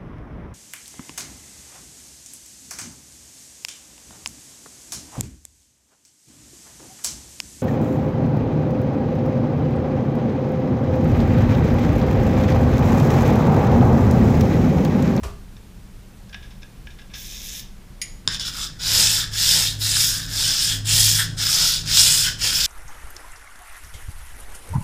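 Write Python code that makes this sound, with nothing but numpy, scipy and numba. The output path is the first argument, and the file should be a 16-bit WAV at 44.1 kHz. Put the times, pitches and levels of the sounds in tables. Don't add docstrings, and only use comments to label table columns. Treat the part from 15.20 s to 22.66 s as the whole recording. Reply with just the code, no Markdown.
import sys
import numpy as np
from scipy import signal
from scipy.fft import rfft, irfft
from scipy.io import wavfile
from scipy.ndimage import uniform_filter1d
from numba import njit

SR = 44100
rng = np.random.default_rng(int(sys.argv[2]) if len(sys.argv) > 2 else 0)


def int16_out(signal):
    q = np.round(np.clip(np.atleast_2d(signal).T, -1, 1) * 32767)
    wavfile.write(sys.argv[1], SR, q.astype(np.int16))


N = 329074
TIME = np.arange(N) / SR


def amp(db):
    return 10 ** (np.asarray(db) / 20)


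def rms_one(x):
    return x / np.sqrt(np.mean(x ** 2) + 1e-20)


def peak_one(x):
    return x / (np.abs(x).max() + 1e-20)


def drift(rate):
    knots = rng.standard_normal(8192)
    return np.interp(TIME * rate, np.arange(len(knots)), rms_one(knots))


def after(s):
    return np.clip((TIME - s) / .005, 0, 1)


def hump(s, width_s):
    return np.exp(-np.minimum(((TIME - s) / width_s) ** 2, 20))


def colour(x, spectrum):
    size = 8192
    hz, db = np.transpose(spectrum)
    grid = np.maximum(np.fft.rfftfreq(size, 1 / SR), 1)
    level_db = np.interp(np.log(grid), np.log(hz), db)
    cepstrum = irfft(np.log(amp(level_db)))
    cepstrum[1:size // 2] *= 2
    cepstrum[size // 2 + 1:] = 0
    response = irfft(np.exp(rfft(cepstrum)))
    return signal.fftconvolve(x, response)[:len(x)]


def resonate(x, hz, width):
    r = np.exp(-np.pi * width / SR)
    zeros = np.sqrt(1 - r * r) * np.array([1, 0, -1])
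    poles = [1, -2 * r * np.cos(2 * np.pi * hz / SR), r * r]
    return signal.lfilter(zeros, poles, x + 1e-18)


def body(x, modes):
    return sum((-1) ** k * amp(db) * resonate(x, hz, width) for k, (hz, width, db) in enumerate(modes))


def band(x, low_hz, high_hz):
    edges = [low_hz, min(high_hz, SR * .45)]
    return signal.sosfilt(signal.butter(2, edges, "band", fs=SR, output="sos"), x)


def grit(per_s, spread_db):
    chance = np.clip(per_s / SR, 1e-4, 1)
    sizes = amp(spread_db * np.minimum(rng.exponential(1, N), 5)) * rng.choice([-1, 1], N)
    struck = rng.random(N) < chance
    return rms_one(sizes * struck / np.sqrt(chance))


def scuff(length):
    t = TIME[:SR // 4]
    return rng.standard_normal(len(t)) * np.exp(-t / length)


def add(out, s, sound):
    at = max(round(s * SR), 0)
    out[at:at + len(sound)] += sound[:N - at]


def patchy(x, depth_db=3.5, rate=16):
    out, rest = 0, x
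    for hz in np.geomspace(2000, SR * .4, num=9):
        low = signal.sosfiltfilt(signal.butter(4, hz, fs=SR, output="sos"), rest)
        out, rest = out + low * amp(depth_db * drift(rate)), rest - low
    return rms_one(out)


# (frequency [Hz], relative density [dB per Hz])
ROOM_TONE = [(12, -23.5), (20, 2.5), (64, -4), (80, -14.5), (112, -9), (166, -15), (196, -8.5), (232, -20),
             (306, -23.5), (549, -29), (686, -31), (1130, -33), (10500, -43), (13100, -50), (15500, -44)]


def background(rumble_db=-40, whine_hz=12618, whine_db=-71):
    rumble = amp(rumble_db) * rms_one(colour(rng.standard_normal(N), ROOM_TONE))
    return rumble + amp(whine_db) * rms_one(np.sin(2 * np.pi * whine_hz * TIME))


# (frequency [Hz], width [Hz], relative level [dB])
KNOCK_MODES = [(348, 63, -1.5), (407, 32, 0), (620, 110, -0.5), (854, 200, -2), (1175, 160, 1.5),
               (2600, 1100, -2.5), (5030, 5900, -1.5)]


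def table_knocks(knock_db=-25, thud_db=-23, landing_db=-28):
    out = np.zeros(N)
    knock = body(scuff(length=0.037), KNOCK_MODES)
    thud = band(scuff(length=0.074), low_hz=24.6, high_hz=71)
    landing = band(scuff(length=0.0079), low_hz=45.5, high_hz=180)
    add(out, .033, amp(knock_db) * peak_one(knock))
    add(out, .02, amp(thud_db) * peak_one(thud))
    add(out, 3.079, amp(landing_db) * peak_one(landing))
    return out


SLIDE_START_S, SLIDE_END_S, SLIDE_ATTACK_S = 1.93, 2.398, 0.016
SLIDE_DB = -35
SLIDE_SWELL_DB_PER_S, SLIDE_RELEASE_DB_PER_S, SLIDE_WAVER_DB = 10.5, 330, -0.4


def sliding():
    attack = 1 - np.exp(-np.maximum(TIME - SLIDE_START_S, 0) / SLIDE_ATTACK_S)
    late = TIME - SLIDE_END_S
    db = SLIDE_DB + np.minimum(SLIDE_SWELL_DB_PER_S * late, -SLIDE_RELEASE_DB_PER_S * late)
    return attack * amp(db + SLIDE_WAVER_DB * drift(24.1))


# (time [s], peak level [dB], brightness [Hz], scuff time constant [s])
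TICKS = [(0.3664, -39.5, 4500, 0.0034), (1.094, -39, 7000, .003), (1.128, -29, 3200, .012),
         (1.144, -24, 2680, 0.0045), (1.225, -38, 4000, .035), (1.305, -40.5, 5000, .025),
         (1.420, -40, 7000, 0.0077), (1.4303, -31.5, 5800, 0.0023), (1.6704, -31, 2590, .0035),
         (1.703, -40, 5000, 0.024), (1.787, -36.5, 3480, 0.016), (1.815, -38, 3500, .007),
         (1.9, -42, 3000, .03), (1.937, -26.5, 5660, 0.024)]
# (frequency [Hz], width [Hz], relative level [dB])
HELD_MODES = [(1600, 34, -11.5), (1683, 9.2, -7), (2370, 580, -3.5), (3590, 220, 1.5), (5370, 450, 2),
              (6350, 350, -1), (7030, 220, -7)]
# (frequency [Hz], relative density [dB per Hz])
GUIDE_HISS = [(500, -17), (1500, -8), (3000, -26), (6500, 14.5), (8200, 7.5), (10500, 8.5), (12500, 8),
              (16000, 7.5)]


def guide(grip_hz=140, ring_db=-12, rattle_db=-25, rattle_s=.04):
    out = np.zeros(N)
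    for s, db, bright_hz, length in TICKS:
        touch = scuff(length) + amp(rattle_db) * scuff(rattle_s)
        tick = band(body(touch, HELD_MODES) + touch, low_hz=600, high_hz=max(bright_hz, 1000))
        tick += amp(ring_db) * body(touch, HELD_MODES[:2])
        add(out, s, amp(db) * peak_one(band(tick, low_hz=300, high_hz=6400)))
    unevenness = amp(0.74 * drift(97))
    rub = grit(per_s=3000, spread_db=2.0) * unevenness
    fine = grit(per_s=3000, spread_db=2.0) * unevenness
    gripped = [(hz, width + grip_hz, db) for hz, width, db in HELD_MODES]
    rings = rms_one(band(body(rub, gripped), low_hz=1600, high_hz=9300))
    hiss = patchy(colour(fine, GUIDE_HISS))
    return out + sliding() * (amp(-2.5) * rings + amp(-3.5) * hiss)


# (frequency [Hz], width [Hz], relative level [dB])
CLINK_MODES = [(1970, 60, -8), (2010, 140, 13), (2675, 1300, 4), (4620, 200, 5.5), (5100, 1100, 9.5),
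               (6440, 140, 7), (6700, 84, 9), (6930, 31, 11), (8600, 30, 3), (8900, 340, 1), (9800, 35, 5),
               (10340, 150, -27), (10700, 200, 11)]


def clink(ring_db=-17.5, tick_db=-25, buzz_db=-20, buzz_s=0.065):
    out = np.zeros(N)
    chatter = scuff(length=0.012)
    ring = body(chatter + amp(buzz_db) * scuff(buzz_s), CLINK_MODES)
    add(out, 2.8155, amp(ring_db) * peak_one(band(ring, low_hz=1720, high_hz=12100)))
    add(out, 2.8155, amp(tick_db) * peak_one(band(chatter, low_hz=2400, high_hz=14300)))
    return out


# (time [s], level [dB])
SHAKE = [(3.05, -54), (3.07, -47), (3.55, -52.5), (3.76, -34.5), (4.39, -39.5), (4.68, -29), (4.89, -36.5),
         (5.26, -36), (5.37, -49), (5.54, -29), (5.85, -25), (6.26, -36), (6.43, -51), (6.69, -35),
         (7.46, -44.5)]
# (frequency [Hz], width [Hz], relative level [dB])
TABLE_MODES = [(40, 14.5, 2.5), (61.6, 31, -9.5), (134.2, 7.9, -3.5), (161.8, 7.6, -2), (259, 20, -11)]


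def table_drone(drone_hz=104.2, trim_db=-0.5, wander_hz=0.95, rumble_db=-40, follow=0.25,
                growth_db_per_s=1.0):
    drone_db = np.interp(TIME, *np.transpose(SHAKE))
    phase = 2 * np.pi * np.cumsum(drone_hz + wander_hz * drift(7.4)) / SR
    hum = amp(drone_db + trim_db) * rms_one(np.sin(phase) * amp(1.7 * drift(23)))
    growth_db = growth_db_per_s * (TIME - SHAKE[0][0] - 2)
    level_db = rumble_db + follow * (drone_db - drone_db.mean()) + growth_db
    rumble = amp(level_db) * rms_one(body(rng.standard_normal(N), TABLE_MODES))
    return after(SHAKE[0][0]) * (hum + rumble)


LEAN_S = 0.041
BRAKE_LEAD_S, BRAKE_S, CHATTER_S = 0.096, 0.028, 0.043
CREEP, CREEP_S = .03, 0.022
# (start [s], end [s], speeding up [s], slowing down [s], scrape level [dB], swell over the stroke [dB],
#  lean on reaching speed [dB], flex-mode chatter while braking [dB], fine hiss re scrape [dB],
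#  flex mode at mid-stroke [Hz], bend mode at the start [Hz], extra bend and hiss in the turn before it [dB])
STROKES = [(3.071, 3.189, 0.088, 0.051, -27, 6, -2.5, 10.5, -14, 1700, 3700, -4),
           (3.188, 3.261, .027, 0.064, -27, 1, -0.5, -3, -13, 1550, 3570, 0),
           (3.235, 3.326, 0.071, 0.082, -26, -5.5, 5.5, -1, -9.5, 1240, 3500, 3),
           (3.293, 3.522, 0.17, 0.12, -28.5, -2.5, 1.5, 2.5, -8, 1230, 3500, 5),
           (3.585, 4.117, .22, 0.15, -20.5, -6, 4, 7.5, -5, 1570, 3770, 0.5),
           (4.109, 4.586, 0.16, 0.22, -19.5, -0.5, 1, -4.5, -4.5, 1710, 3370, -1),
           (4.588, 5.133, 0.081, 0.34, -21.5, 3, -1, 3, -2, 1600, 4000, 6),
           (5.06, 5.62, 0.23, 0.17, -22, 1.5, 2.5, 3.5, -5, 1580, 3770, -1),
           (5.644, 6.107, 0.12, .14, -21, -3.5, 0.5, 13.5, -1, 1740, 3150, 3.5),
           (6.164, 6.667, 0.087, 0.24, -19, 7.5, 1, -6, -6.5, 1330, 3520, 3),
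           (6.647, 7.176, 0.14, .2, -19, -2.5, 4.5, 11.5, -2.5, 1530, 3600, -3),
           (7.181, 7.65, 0.081, .14, -20.5, 4, 1.5, 0, -6.5, 1500, 3020, -1.5)]


def hands():
    strength, progress, braking, chatter_db = np.zeros((4, N))
    for start, end, rise, fall, db, swell_db, lean_db, judder_db, *_ in STROKES:
        along = np.clip((TIME - start) / (end - start), 0, 1)
        speeding_up = np.sin(np.pi / 2 * np.clip((TIME - start) / rise, 0, 1))
        slowing_down = np.sin(np.pi / 2 * np.clip((end - TIME) / fall, 0, 1)) ** 2
        crawl = CREEP * np.exp(-np.abs(TIME - end) / CREEP_S)
        lean, brake = hump(start + rise, LEAN_S), hump(end - BRAKE_LEAD_S, BRAKE_S)
        level = amp(db + swell_db * (along - .5) + lean_db * lean)
        strength = np.hypot(strength, (speeding_up * slowing_down + crawl) * level)
        progress = np.where(TIME > start, along, progress)
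        braking = np.maximum(braking, brake)
        chatter_db = chatter_db + judder_db * hump(end - BRAKE_LEAD_S, CHATTER_S)
    return strength, uniform_filter1d(progress, size=SR // 25), braking, chatter_db


FLEX_DB, FLEX_FOLLOWS = -38, 0.48
FLEX_REST_HZ, BEND_HZ = 1660, 3510
BEND_DB, BEND_BRAKE_DB = -8, 7
HISS_ENDS_DB = -5
RASP_FOLLOWS = 0.13


def contact(waver_db=1.0, waver_rate=16):
    strength, progress, braking, chatter_db = hands()
    starts, ends, _, _, levels, *_, hisses, flexes, bends, turns = np.transpose(STROKES)
    centres, middle = (starts + ends) / 2, np.sin(np.pi * progress)
    turn_db = np.interp(TIME, starts, turns) * (1 - middle ** 2)
    scrape_db = 20 * np.log10(np.maximum(strength, 1e-3))
    flex_db = FLEX_DB + FLEX_FOLLOWS * (scrape_db - levels.max()) + chatter_db
    flex_hz = FLEX_REST_HZ * (1 - middle) + np.interp(TIME, centres, flexes) * middle
    bend_db = BEND_DB + BEND_BRAKE_DB * braking + turn_db
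    bend_hz = np.interp(TIME, starts, bends) * (1 - middle ** 2) + BEND_HZ * middle ** 2
    hiss_db = np.interp(TIME, centres, hisses) + HISS_ENDS_DB * (1 - middle) + turn_db
    rasp_db = RASP_FOLLOWS * (np.interp(TIME, centres, levels) - np.median(levels))
    return scrape_db + waver_db * drift(waver_rate), flex_db, flex_hz, bend_db, bend_hz, hiss_db, rasp_db


@njit
def gliding(x, angle, r):
    out, state = np.empty(len(x)), 0j
    for i in range(len(x)):
        state = state * r[i] * np.exp(1j * angle[i]) + x[i]
        out[i] = state.real
    return out


def blade_mode(force, hz, width_hz, sway_db=2.5, wander_db=0.5):
    centre = hz * (1 + .016 * drift(25))
    ring = gliding(force, 2 * np.pi * centre / SR, np.exp(-np.pi * width_hz / SR))
    ring = band(ring, low_hz=np.min(hz) * 0.906, high_hz=np.max(hz) * 1.25)
    ring /= np.sqrt(np.abs(uniform_filter1d(ring ** 2, size=SR // 25)) + 1e-12)
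    return rms_one(ring * amp(sway_db * drift(110) + wander_db * drift(21)))


def table_echo(x, delay_s=.0021, travel=0.079, depth=0.24):
    lag = delay_s * (1 + travel * drift(7))
    return (x + depth * np.interp(TIME - lag, TIME, x)) / np.sqrt(1 + depth ** 2)


# (frequency [Hz], width before touch damping [Hz], relative level [dB])
EDGE_MODES = [(5027, 670, 3), (5156, 400, 6.5), (7073, 200, -0.5), (7500, 2100, -3), (9800, 420, -4)]
# (frequency [Hz], relative density [dB per Hz])
RASP = [(150, -0.5), (400, -15.5), (650, -10.5), (900, -9), (1150, -14), (1500, -9), (2100, -3), (2700, 2),
        (4400, 7), (6200, 0), (8000, -13), (11000, -31), (16000, -4)]
# (frequency [Hz], relative density [dB per Hz])
HISS = [(3000, -53), (6000, 0), (7800, 4.5), (9700, -3.5), (11000, -4), (12500, -4.5), (14000, -4),
        (16000, -8.5)]


def sharpening(grains_per_s=7000, spread_db=2.0, judder_db=-0.7, judder_rate=260, lurch_db=0.1,
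               lurch_rate=85, zing_hz=8100, zing_rise=0.41):
    scrape_db, flex_db, flex_hz, bend_db, bend_hz, hiss_db, rasp_db = contact()
    speed_db = scrape_db - scrape_db.max()
    rate = grains_per_s * amp(.5 * speed_db)
    pressure = rms_one(amp(judder_db * drift(judder_rate) + lurch_db * drift(lurch_rate)))
    force = grit(rate, spread_db) * pressure
    damping = amp(0.077 * np.maximum(speed_db, -25))
    edge = sum(amp(db) * blade_mode(force, hz, width * damping) for hz, width, db in EDGE_MODES)
    bend = amp(bend_db) * blade_mode(force, bend_hz, width_hz=460 * damping)
    steel = amp(-1.64) * rms_one(edge) + bend
    flex = amp(flex_db) * blade_mode(force, flex_hz, width_hz=340 * damping)
    rasp = amp(rasp_db - 5.5) * patchy(colour(grit(rate, spread_db), RASP))
    hiss = patchy(colour(grit(rate * 2.3, spread_db=2.5), HISS))
    brighter_db = hiss_db - np.median(hiss_db[TIME > STROKES[0][0]])
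    zing_centre = zing_hz * amp(zing_rise * brighter_db)
    zing = amp(-7.5) * blade_mode(grit(rate, spread_db), zing_centre, width_hz=900 * damping)
    stone = (rasp + amp(hiss_db) * (hiss + zing)) * pressure
    return after(STROKES[0][0]) * table_echo(flex + amp(scrape_db) * (steel + stone))


# (time [s], peak level [dB])
CATCHES = [(3.0763, 0), (3.086, -11), (3.146, -13), (3.197, -15), (3.598, -34), (3.984, -16), (4.14, -20),
           (4.23, -14), (4.768, -5.5), (5.064, -22), (5.656, -20), (5.881, -9), (6.181, -50), (6.268, -7),
           (6.772, -3.5)]
# (frequency [Hz], width [Hz], relative level [dB])
LOW_MODES = [(1020, 240, -16), (1590, 160, -10), (3630, 170, -2.5)]


def catches(contact_s=0.00056, low_follows=0.33):
    out = np.zeros(N)
    for s, db in CATCHES:
        blow = scuff(contact_s) * 0.2
        blow[0] += 2
        ring = body(blow, EDGE_MODES) + amp(low_follows * db) * body(blow, LOW_MODES)
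        add(out, s, amp(db) * peak_one(band(ring, low_hz=700, high_hz=5500)))
    return out


def room(x, wet_db=-12.0, dull_hz=7000):
    t, t60 = TIME[:SR], .38
    tail = rng.standard_normal(SR) * amp(-60 * t / t60) * (t > .004)
    tail = band(tail, low_hz=141, high_hz=dull_hz)
    return x + amp(wet_db) * signal.fftconvolve(x, tail / np.sqrt(np.sum(tail ** 2)))[:N]


def scene():
    knife = table_knocks() + guide() + clink() + sharpening() + catches()
    return (background() + table_drone() + room(knife))[None]


def record(dry, cutoff_hz=15250):
    held = np.clip(dry, -.95, .95)
    return signal.sosfilt(signal.ellip(12, .1, 70, cutoff_hz, fs=SR, output="sos"), held)


dry = scene()
out = record(dry)
int16_out(out)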